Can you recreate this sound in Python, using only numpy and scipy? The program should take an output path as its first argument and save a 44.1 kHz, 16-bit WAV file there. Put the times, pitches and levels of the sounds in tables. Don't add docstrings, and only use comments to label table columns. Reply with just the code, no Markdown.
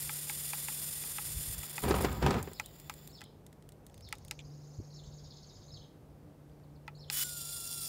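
import sys
import numpy as np
from scipy import signal
from scipy.fft import rfft, irfft, next_fast_len
from scipy.io import wavfile
from scipy.ndimage import uniform_filter1d

SR = 44100
rng = np.random.default_rng(int(sys.argv[2]) if len(sys.argv) > 2 else 0)


def amplitude_ratio(level_db):
    exponent = np.asarray(level_db, float) / 20
    return 10 ** exponent


def store_wav(level_fs):
    pcm = np.round(np.clip(np.atleast_2d(level_fs), -1, 1) * 32767)
    wavfile.write(sys.argv[1], SR, pcm.T.astype(np.int16))


N = 347508
T = np.arange(N) / SR


def evened(x):
    return x / np.sqrt(np.mean(x ** 2) + 1e-20)


def curve(rows):
    s, *columns = np.transpose(rows)
    inside = np.minimum(T - s[0], s[-1] - T) * 500
    gate = np.clip(inside + (T < .01) + (T > T[-1] - .01), 0, 1)
    return [np.interp(T, s, c) for c in columns] + [gate]


def steady(start, stop, db, turns):
    return curve([(start, db, turns), (stop, db, turns)])


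def shape(points, hz):
    f, db = np.transpose(points)
    return amplitude_ratio(np.interp(np.log(hz + 1), np.log(f + 1), db))


def peaks(rows, hz):
    return np.sqrt(sum(amplitude_ratio(2 * db) / (1 + (2 * (hz - f) / w) ** 2) ** 2 for f, w, db in rows))


def coloured(x, gain):
    n = next_fast_len(len(x), True)
    spectrum = rfft(x, n) * gain(np.fft.rfftfreq(n, 1 / SR))
    return evened(irfft(spectrum, n)[:len(x)])


def drift(rate_hz):
    slow = coloured(rng.standard_normal(N // 32 + 2), lambda hz: 1 / (1 + (hz / 32 / rate_hz) ** 4))
    return np.interp(np.arange(N) / 32, np.arange(len(slow)), slow)


def swells(rows):
    return sum(amplitude_ratio(db) * np.exp(-((T - s) / half) ** 2) for s, db, half in rows)


def add(mix, s, sound):
    part = mix[round(s * SR):][:len(sound)]
    part += sound[:len(part)]


THROBS = [(1, 0.07), (.372, 0.11), (.186, 0.13), (.74, 0.05)]
# (pitch [Hz], width [Hz], depth [0-1])
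NOTCHES = [(8100, 280, 0.1), (10160, 220, 0.16), (11320, 300, .65)]


def gears(run, case, bed, change=((1, 0), (2, 0)), bed_db=-8., grit_db=2.5):
    db, shaft, gate = run
    teeth = rng.standard_normal(N) * amplitude_ratio(grit_db * np.minimum(rng.exponential(1, N), 6))
    turns = np.cumsum(shaft * (1 + 0.08 * drift(2))) / SR
    throb = 1 + sum(d * np.cos(2 * np.pi * (k * turns + rng.random())) for k, d in THROBS)

    def colour(hz):
        dips = np.prod([1 - min(d, .9) / (1 + (2 * (hz - f) / w) ** 2) for f, w, d in NOTCHES], axis=0)
        return np.hypot(peaks(case, hz), amplitude_ratio(bed_db) * shape(bed, hz)) * shape(change, hz) * dips

    body = coloured(teeth * throb, colour)
    return body * amplitude_ratio(db + 0.9 * drift(19)) * gate, body


# (pitch [Hz], width [Hz], level [dB])
CASE_IN = [(1944, 59, -7), (2530, 23, -25), (3474, 90, -1), (5040, 950, -8), (7166, 580, -1.5),
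           (8985, 510, 3.5), (9620, 700, -4.5), (10720, 720, -2.5), (10760, 430, -3), (12340, 600, -2.5),
           (13200, 570, -3.5)]
# (pitch [Hz], level [dB])
BED_IN = [(240, -41), (400, -16), (1800, -9.5), (3500, -6.5), (6200, -8.5), (9000, -1), (13000, 0.5),
          (14500, -4.5), (15700, -5)]
# (time [s], level [dB])
SLIPS = [(1.577, -46), (1.6, -50), (1.627, -47), (1.647, -47), (1.695, -44.5), (1.728, -53), (1.754, -43.5),
         (1.788, -46), (1.818, -45), (1.836, -45), (1.884, -43), (1.948, -44), (1.973, -48), (2.007, -42),
         (2.033, -45)]
# (time [s], level [dB])
DRAG = [
    (1.55, -51),
    (2.07, -58),
]


def reel_in():
    run = steady(start=0, stop=1.552, db=-40, turns=110)
    pull, body = gears(run, CASE_IN, BED_IN, bed_db=-4.5, grit_db=1.5)
    grip, t = np.zeros(N), T[:4096]
    catch = np.clip(np.minimum(t / 0.0018, (.018 - t) / .006 + 1), 0, 1)
    for s, db in SLIPS:
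        add(grip, s, amplitude_ratio(db) * catch)
    drag_db, gate = curve(DRAG)
    return pull + body * (grip + amplitude_ratio(drag_db) * gate)


# (pitch [Hz], level [dB per Hz])
WASH = [(15, -52), (25, -53), (65, -6.5), (114, -10), (149, -5), (176, -8), (294, -12.5), (479, -13.5),
        (780, -20), (1500, -31.5), (2800, -38.5), (7000, -43), (14000, -45), (15800, -48)]
# (pitch [Hz], level [dB])
GUST = [(20, -36), (45, 2.5), (65, 1.5), (110, 0), (200, -15.5), (400, -36), (1000, -120)]
# (time [s], level [dB], half length [s])
PUFFS = [
    (0, -52, .08),
    (1.3, -53, .06),
    (1.385, -42, .025),
    (1.49, -45, .03),
    (1.58, -52, .04),
    (4.2, -58, .2),
    (5.15, -57, .13),
    (5.57, -54, .04),
    (5.78, -55, .06),
]
# (time [s], level [dB])
HUM = [(0, -53), (1.1, -57), (1.8, -52), (2.6, -66), (2.9, -60), (4.16, -65.5), (4.47, -50), (5.1, -53),
       (5.5, -60), (5.78, -57), (5.95, -63), (6.97, -53.5), (7.66, -59.5), (7.88, -55)]
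# (time [s], level [dB], half length [s])
OVERTONE = [
    (4.55, -66, .2),
    (6.3, -65, .5),
]
# (pitch [Hz], level [dB])
TONES = [
    (8818, -98),
    (11757, -90),
    (14702, -91),
]


def yard():
    out = amplitude_ratio(-58.5) * coloured(rng.standard_normal(N), lambda hz: shape(WASH, hz))
    breeze_db = -62.5
    wind = (amplitude_ratio(breeze_db) + swells(PUFFS)) * amplitude_ratio(2 * drift(9.6))
    out += wind * coloured(rng.standard_normal(N), lambda hz: shape(GUST, hz))
    hum_hz = 147.5 - .9 * np.maximum(T - 5.2, 0) + .4 * drift(3)
    turns = np.cumsum(hum_hz) / SR
    out += np.sqrt(2) * amplitude_ratio(curve(HUM)[0] + 0.8 * drift(2.7)) * np.sin(2 * np.pi * turns)
    out += np.sqrt(2) * swells(OVERTONE) * amplitude_ratio(2.2 * drift(7)) * np.sin(4 * np.pi * turns)
    for hz, db in TONES:
        out += np.sqrt(2) * amplitude_ratio(db + drift(2.4)) * np.sin(2 * np.pi * hz * T)
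    return out


def crack(colour, t60, tail_db, tilt_db=0.):
    t = np.arange(2048) / SR
    tilted = lambda hz: shape(colour, hz) * amplitude_ratio(tilt_db * np.log2(hz / 7000 + .1))
    snap = coloured(rng.standard_normal(2048), tilted)
    return snap * (amplitude_ratio(-60 * t / t60) + amplitude_ratio(tail_db - 700 * t)) * np.minimum(t * 5000, 1)


# (pitch [Hz], level [dB], time to fall 60 dB [s])
FRAME = [(840, 1.5, 0.05), (938, -5, 0.038), (1308, 1.5, 0.04), (1700, -15, 0.03), (1997, 1.5, 0.03),
         (2480, 4, 0.024), (3450, -8, 0.02)]
# (pitch [Hz], level [dB])
CRACK = [(600, -60), (1500, -9), (2300, 3), (3300, -1.5), (4900, 6), (6200, -2.5), (7300, 1.5), (12000, -8),
         (16000, -11)]
# (time [s], low ring [dB], bright crack [dB], crack tilt [dB per octave], falling ping [dB])
KNOCKS = [(0.094, -34.5, -44, -3, -33), (0.271, -49, -56, 0.1, -55), (0.297, -33, -44, -3, -28),
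          (0.533, -32, -40, -3, -32), (0.684, -34, -38, 5, -37), (1.037, -44, -42, 2, -50),
          (1.184, -32.5, -44, 2, -31), (1.632, -42, -45, 7, -42), (1.78, -31, -37, 3, -32),
          (2.598, -30, -33, -0.5, -32), (2.897, -30.5, -35.5, 3, -32), (3.208, -52, -49.5, 0.1, -58),
          (3.216, -42, -46, -1.5, -45), (4.126, -30, -35, 1.5, -32), (4.311, -36, -30, -2.5, -36),
          (6.879, -34, -50, -3, -45), (7.1, -35, -28, -4.5, -37)]


def knocks():
    out, t = np.zeros(N), np.arange(4096) / SR
    sweep_hz = 900 + (2850 - 900) * np.exp(-t / .0028)
    ping = amplitude_ratio(-60 * t / .017) * np.sin(2 * np.pi * np.cumsum(sweep_hz) / SR)
    weak_modes = lambda hz: peaks([(1170, 1800, -0.5), (2390, 750, 0)], hz) * (hz > 700)
    for s, ring_db, crack_db, tilt_db, ping_db in KNOCKS:
        add(out, s, amplitude_ratio(ping_db) * ping)
        ring = np.zeros(len(t))
        for hz, db, t60 in FRAME:
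            detune, phase = rng.random(2)
            tone = np.sin(2 * np.pi * (hz * (0.985 + .03 * detune) * t + phase))
            ring += amplitude_ratio(db - 60 * t / t60) * tone * np.minimum(t * hz / 2.33, 1) ** 2
        dense = coloured(rng.standard_normal(len(t)), weak_modes)
        ring = ring / abs(ring).max() + amplitude_ratio(-12 - 60 * t / 0.062) * np.minimum(t / 0.00033, 1) * dense
        add(out, s, amplitude_ratio(ring_db) * ring)
        add(out, s, amplitude_ratio(crack_db + 4.5) * crack(CRACK, 0.0094, -24.0, tilt_db))
    return out


# (time [s], level [dB])
STALL = [
    (1.54, -47.5),
    (2.028, -47),
    (2.2, -51),
    (2.616, -58.5),
    (3.085, -58),
    (3.14, -66),
    (3.21, -71),
    (3.25, -83),
]
# (pitch [Hz], change [dB])
STRAINED = [(500, 14), (2000, 6), (4900, 3.5), (6200, -7), (7250, 4), (9000, -12), (11500, -8), (15500, 8)]


def stall():
    effort_db, gate = curve(STALL)
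    turns = 100
    return gears((effort_db, turns, gate), CASE_IN, BED_IN, STRAINED, bed_db=-5.5, grit_db=3.0)[0]


# (time [s], length [s], boom [dB])
LURCHES = [
    (1.82, .4, -29.5),
    (2.21, .17, -27),
]
# (pitch [Hz], level [dB])
BOOM = [(20, -40), (44, -18), (65, 4.5), (100, -7), (135, -4.5), (320, -13)]
# (pitch [Hz], width [Hz], level [dB])
RATTLE = [(395, 100, -1.5), (527, 62, -7), (767, 57, -6.5), (960, 130, -8), (1260, 72, -7.5),
          (1570, 110, -23)]
# (time [s], blow [dB], bright crack [dB])
BUMPS = [(1.836, -23, -45), (1.881, -23, -42), (1.897, -25, -46), (1.908, -16, -31.5), (1.941, -19, -40),
         (1.961, -30, -46), (1.985, -24, -47), (2.006, -27, -44), (2.03, -30, -42), (2.04, -30, -46),
         (2.046, -17, -33), (2.084, -29, -53), (2.117, -34, -55), (2.215, -34, -56), (2.225, -19.5, -36),
         (2.263, -15, -28), (2.282, -31, -48), (2.307, -18, -31), (2.329, -49, -44), (2.341, -23, -43),
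         (2.366, -35, -48), (2.384, -30.5, -47), (2.473, -34, -66), (2.515, -41, -62)]


def bumps():
    shake = np.zeros(N)
    for s, length, db in LURCHES:
        sag_db = 28 * np.maximum(T - s, 0)
        fade_db = 165 * np.maximum(T - s - length, 0)
        shake += np.clip((T - s) / .035, 0, 1) * amplitude_ratio(db - sag_db - fade_db)
    noise = rng.standard_normal((3, N))
    ringing = lambda hz: np.hypot(peaks(RATTLE, hz), amplitude_ratio(-11.5) / (1 + (hz / 1500) ** 2)) * (hz > 150)
    out = shake * coloured(noise[0], lambda hz: shape(BOOM, hz) * (hz < 320))
    out += amplitude_ratio(-7) * shake * coloured(noise[1], ringing)
    blows, t = np.zeros(N), np.arange(4096) / SR
    for s, blow_db, crack_db in BUMPS:
        add(blows, s, amplitude_ratio(blow_db - 7 - 60 * t / 0.08) * np.minimum(t / 0.00098, 1))
        add(out, s, amplitude_ratio(crack_db - 1.5) * crack(CRACK, 0.026, -21.0, -4.5))
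    return out + blows * coloured(noise[2], ringing)


# (pitch [Hz], level [dB])
TICK = [(900, -40), (2000, -3), (2600, -8), (3500, -1.5), (6000, -7), (8000, 3), (11500, -3), (16000, -5)]
# (time [s], level [dB])
TICKS = [(2.127, -41.5), (2.428, -38), (2.533, -44.5), (2.66, -42), (2.799, -45.5), (2.939, -44),
         (3.075, -43.5), (3.239, -49.5), (3.465, -49.5), (3.528, -56.5), (3.624, -60), (3.69, -50.5),
         (3.721, -54.5), (3.866, -50.5), (3.898, -62), (3.943, -54.5), (3.978, -54), (4.008, -55),
         (4.088, -49), (4.108, -63), (4.153, -54), (4.184, -55), (4.249, -50), (4.282, -50.5), (6.496, -68),
         (6.599, -71)]


def ticks():
    out = np.zeros(N)
    for s, db in TICKS:
        add(out, s, amplitude_ratio(db + 3) * crack(TICK, .013, -23., -1.5 + .4 * (db + 50)))
    return out


def note(length, start_hz, middle_hz, end_hz, warble_hz):
    u = np.linspace(-1, 1, round(length * SR))
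    rough = signal.oaconvolve(rng.standard_normal((2, 4096)), np.hanning(128)[None], "same")
    rough = evened(rough)[:, :len(u)]
    bend = (end_hz - start_hz) / 2 * u + ((end_hz + start_hz) / 2 - middle_hz) * u ** 2
    glide = middle_hz + bend + warble_hz * rough[0]
    tone = np.sin(2 * np.pi * np.cumsum(glide) / SR) * signal.windows.tukey(len(u), .4)
    tone = tone * amplitude_ratio(2 * np.log2(np.clip(glide / 4800, .5, 1)))
    return np.sqrt(2) * amplitude_ratio(3.2 * rough[1]) * tone


# (time from its middle [s], length [s], start [Hz], middle [Hz], end [Hz])
OPENING = [
    (-.045, .022, 3850, 4500, 4750),
    (-.026, .017, 4800, 4150, 3700),
]
MIDDLE = [
    (-.012, .044, 4800, 5420, 4600),
    (.03, .03, 4600, 3750, 3200),
    (.011, .026, 3950, 4500, 4750),
    (.044, .012, 4400, 4200, 4000),
]
CLOSING = [
    (.085, .029, 2950, 3500, 4500),
    (.112, .018, 4500, 3700, 2930),
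]
# (time [s], opening [dB], middle [dB], closing [dB], top pitch [Hz])
CALLED = [
    (2.548, -72, -62, -62, 5110),
    (3.136, -66, -62, -63, 5400),
    (4.03, -80, -62, -72, 5380),
    (4.947, -65, -62, -68, 5410),
    (5.723, -64, -58.5, -66, 5256),
    (6.993, -66, -63, -62, 5370),
]


def calls():
    out = np.zeros(N)
    for s, *levels, top_hz in CALLED:
        for strokes, db in zip([OPENING, MIDDLE, CLOSING], levels):
            for at, length, *hz in strokes:
                add(out, s + at, amplitude_ratio(db) * note(length, *np.multiply(hz, top_hz / 5400), 105))
    return out


# (time [s], length [s], start [Hz], end [Hz], level [dB])
WHISTLES = [(3.104, 0.014, 8500, 5950, -65), (3.146, .014, 7000, 9100, -78),
            (3.168, 0.0096, 9000, 6840, -73), (3.175, 0.017, 6840, 6160, -73),
            (3.178, .02, 4700, 5100, -62), (6.513, 0.017, 5140, 3800, -81), (6.633, .02, 4800, 3600, -79),
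            (6.708, .012, 6940, 6700, -85), (6.747, 0.029, 5840, 3300, -78), (6.866, .014, 6200, 4600, -76),
            (6.95, 0.02, 7300, 6430, -75), (6.971, .02, 8200, 6800, -78), (7.076, 0.017, 7600, 6500, -73)]


def whistles():
    out = np.zeros(N)
    for s, length, start_hz, end_hz, db in WHISTLES:
        add(out, s, amplitude_ratio(db) * note(length, start_hz, (start_hz + end_hz) / 2, end_hz, 40))
    return out


# (time in the beat [s], length [s], start [Hz], middle [Hz], end [Hz])
DROPS = [
    (0, .016, 7700, 6600, 6280),
    (.03, .016, 7600, 6600, 6280),
]
RISES = [
    (0, .035, 4200, 5200, 6200),
    (.034, .035, 3600, 4700, 5500),
]
FLICKS = [
    (0, .014, 4900, 5350, 5000),
    (.002, .011, 5300, 4400, 3300),
    (.012, .012, 5300, 4500, 3300),
]
# (first beat [s], beat period [s], first level [dB], last level [dB])
TRILLS = [
    (3.844, .0993, -72, -57),
    (3.901, .0993, -71, -61),
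    (5.056, .0618, -60.5, -60),
]


def trill(row, beat, beats, warble_hz, gain_db, grow_db=0, arch_db=0):
    out = np.zeros(N)
    first, period, first_db, last_db = row
    for k in range(beats):
        db = last_db + (first_db - last_db) * (1 - k / beats) ** 3 + gain_db
        db += arch_db * (np.sin(np.pi * (k + .5) / beats) - .5)
        for at, length, *hz in beat:
            sound = note(length, *hz, warble_hz)
            swell = np.linspace(-grow_db, 0, len(sound))
            add(out, first + k * period + at, amplitude_ratio(db + swell + rng.standard_normal()) * sound)
    return out


def birds():
    near = calls() + whistles()
    far = trill(TRILLS[0], DROPS, beats=20, warble_hz=70, gain_db=0.1, grow_db=9)
    far += trill(TRILLS[1], RISES, beats=11, warble_hz=260, gain_db=-1, grow_db=9)
    far += trill(TRILLS[2], FLICKS, beats=10, warble_hz=260, gain_db=-1, arch_db=5)
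    t = np.arange(SR // 2) / SR
    echo = rng.standard_normal(len(t)) * amplitude_ratio(-60 * t / 0.43) * (t > .004)
    wet = signal.oaconvolve(amplitude_ratio(-4) * near + amplitude_ratio(-2.5) * far, echo / np.linalg.norm(echo))[:N]
    return near + amplitude_ratio(-4.5) * far + wet


# (pitch [Hz], width [Hz], level [dB])
SCUFF = [(2450, 300, 0), (3300, 900, -2), (6800, 1500, -12)]
# (time [s], level [dB])
SCUFFS = [
    (4.3905, -43),
    (4.401, -49),
    (4.407, -55),
]


def scuffs():
    out, t = np.zeros(N), np.arange(4096) / SR
    for s, db in SCUFFS:
        rasp = coloured(rng.standard_normal(len(t)), lambda hz: peaks(SCUFF, hz))
        add(out, s, amplitude_ratio(db - 60 * t / .03) * np.minimum(t / .0006, 1) * rasp)
    return out


# (time [s], level [dB], pitch [Hz], length [s])
TAPS = [
    (4.781, -33, 105, .024),
    (4.798, -35, 280, .008),
    (4.803, -38, 110, .022),
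]


def taps():
    out = np.zeros(N)
    for s, db, hz, length in TAPS:
        t = np.arange(round(length * SR)) / SR
        add(out, s, amplitude_ratio(db) * np.hanning(len(t)) * np.cos(2 * np.pi * hz * (t - length / 2)))
    return out


# (pitch [Hz], width [Hz], level [dB])
CASE_OUT = [(3470, 230, -3), (4050, 77, -8), (4850, 480, -4), (5480, 450, -4.5), (7200, 540, -1.5),
            (8450, 200, -5), (9100, 450, 1.5), (10500, 500, -1), (10900, 400, -5), (12100, 720, -4),
            (13100, 780, -7)]
# (pitch [Hz], level [dB])
BED_OUT = [(410, -40), (700, -16), (1300, -17.5), (2000, -17), (2500, -14), (3500, -6.5), (6200, -6.5),
           (9000, -2.5), (13000, -8.5), (14500, 0.5), (15700, -7)]
# (pitch [Hz], change [dB])
SLACK = [(500, -9), (1500, 14), (2300, 11), (3200, 3), (6000, 5.5), (9000, 3.5), (12000, 7.5), (16000, 6)]
# (pitch [Hz], level [dB])
SLACK_WHINE = [(1450, -59), (2982, -50), (3420, -50.5), (5216, -54), (6745, -56), (6885, -48.5)]
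LATE = slice(7 * SR, N)


def spin_up():
    start = 7.106
    db, turns, gate = steady(start, stop=7.24, db=-33, turns=135)
    db = db - 17 * np.exp(-np.maximum(T - start, 0) / .021)
    out = gears((db, turns, gate), CASE_OUT, BED_OUT, SLACK, bed_db=-1.0, grit_db=2.5)[0]
    for hz, line_db in SLACK_WHINE:
        gain = amplitude_ratio(line_db + 2 * db[LATE] + 70.5 + 3 * drift(60)[LATE]) * gate[LATE]
        out[LATE] += gain * np.sin(2 * np.pi * np.cumsum(hz + 45 * drift(133)[LATE]) / SR)
    return out


def patchy(x):
    z = signal.stft(x, nperseg=512)[2]
    patches = uniform_filter1d(rng.standard_normal(z.shape), 6, 0)
    patches = evened(uniform_filter1d(patches, 10, 1))
    return signal.istft(z * amplitude_ratio(1.4 * patches), nperseg=512)[1][:len(x)]


# (time [s], tooth rate [Hz], level [dB])
MESH = [
    (7.25, 1459, -56),
    (7.38, 1407, -57),
    (7.394, 1389, -62),
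    (7.45, 1374, -61),
    (7.554, 1405, -59),
    (7.586, 1381, -62),
    (7.736, 1386, -61),
    (7.844, 1352, -62),
    (7.87, 1338, -67),
]
# (pitch [multiple of tooth rate], level [dB], blur [Hz], load following [factor])
MESH_ORDERS = [
    (1, -1, 8, 0.9),
    (2, -6.5, 20, -0.3),
    (2.5, -6.5, 45, -0.33),
    (2.95, -4, 25, .3),
    (3.45, -8, 45, -.3),
    (3.95, -8, 45, -.3),
    (5, 3, 60, 1.5),
    (5.9, -0.5, 45, -0.3),
]


def loaded_whine():
    run = steady(start=7.24, stop=7.88, db=-42.5, turns=140)
    run[0] = run[0] + 9 * np.maximum(T - 7.7, 0)
    out = np.zeros(N)
    out[LATE] = patchy(gears(run, CASE_OUT, BED_OUT, bed_db=-7.5, grit_db=3.0)[0][LATE])
    hz, db, _ = np.array(curve(MESH))[:, LATE]
    gate = run[2][LATE]
    for k, rel_db, blur_hz, follow in MESH_ORDERS:
        turns = np.cumsum(k * hz + blur_hz * drift(39.3)[LATE]) / SR
        flicker_db = 1.3 * np.sqrt(k) * drift(25)[LATE]
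        level = amplitude_ratio((db + 60) * follow - 59 + rel_db + flicker_db)
        out[LATE] += np.sqrt(2) * level * gate * np.sin(2 * np.pi * turns)
    return out


def scene():
    winch = reel_in() + stall() + spin_up() + loaded_whine()
    frame = knocks() + bumps() + ticks() + scuffs() + taps()
    return (winch + frame + birds() + yard())[None]


def roll_off(x):
    return signal.sosfilt(signal.butter(12, 17040, fs=SR, output="sos"), x)


def record(dry):
    dry = .19 * np.tanh(dry / .19)
    edge = signal.firwin(1023, 15760, window=("kaiser", 6), fs=SR)
    inside = signal.oaconvolve(dry, edge[None], "same")
    return roll_off(inside + amplitude_ratio(-39) * (dry - inside))


dry = scene()
out = record(dry)
store_wav(out)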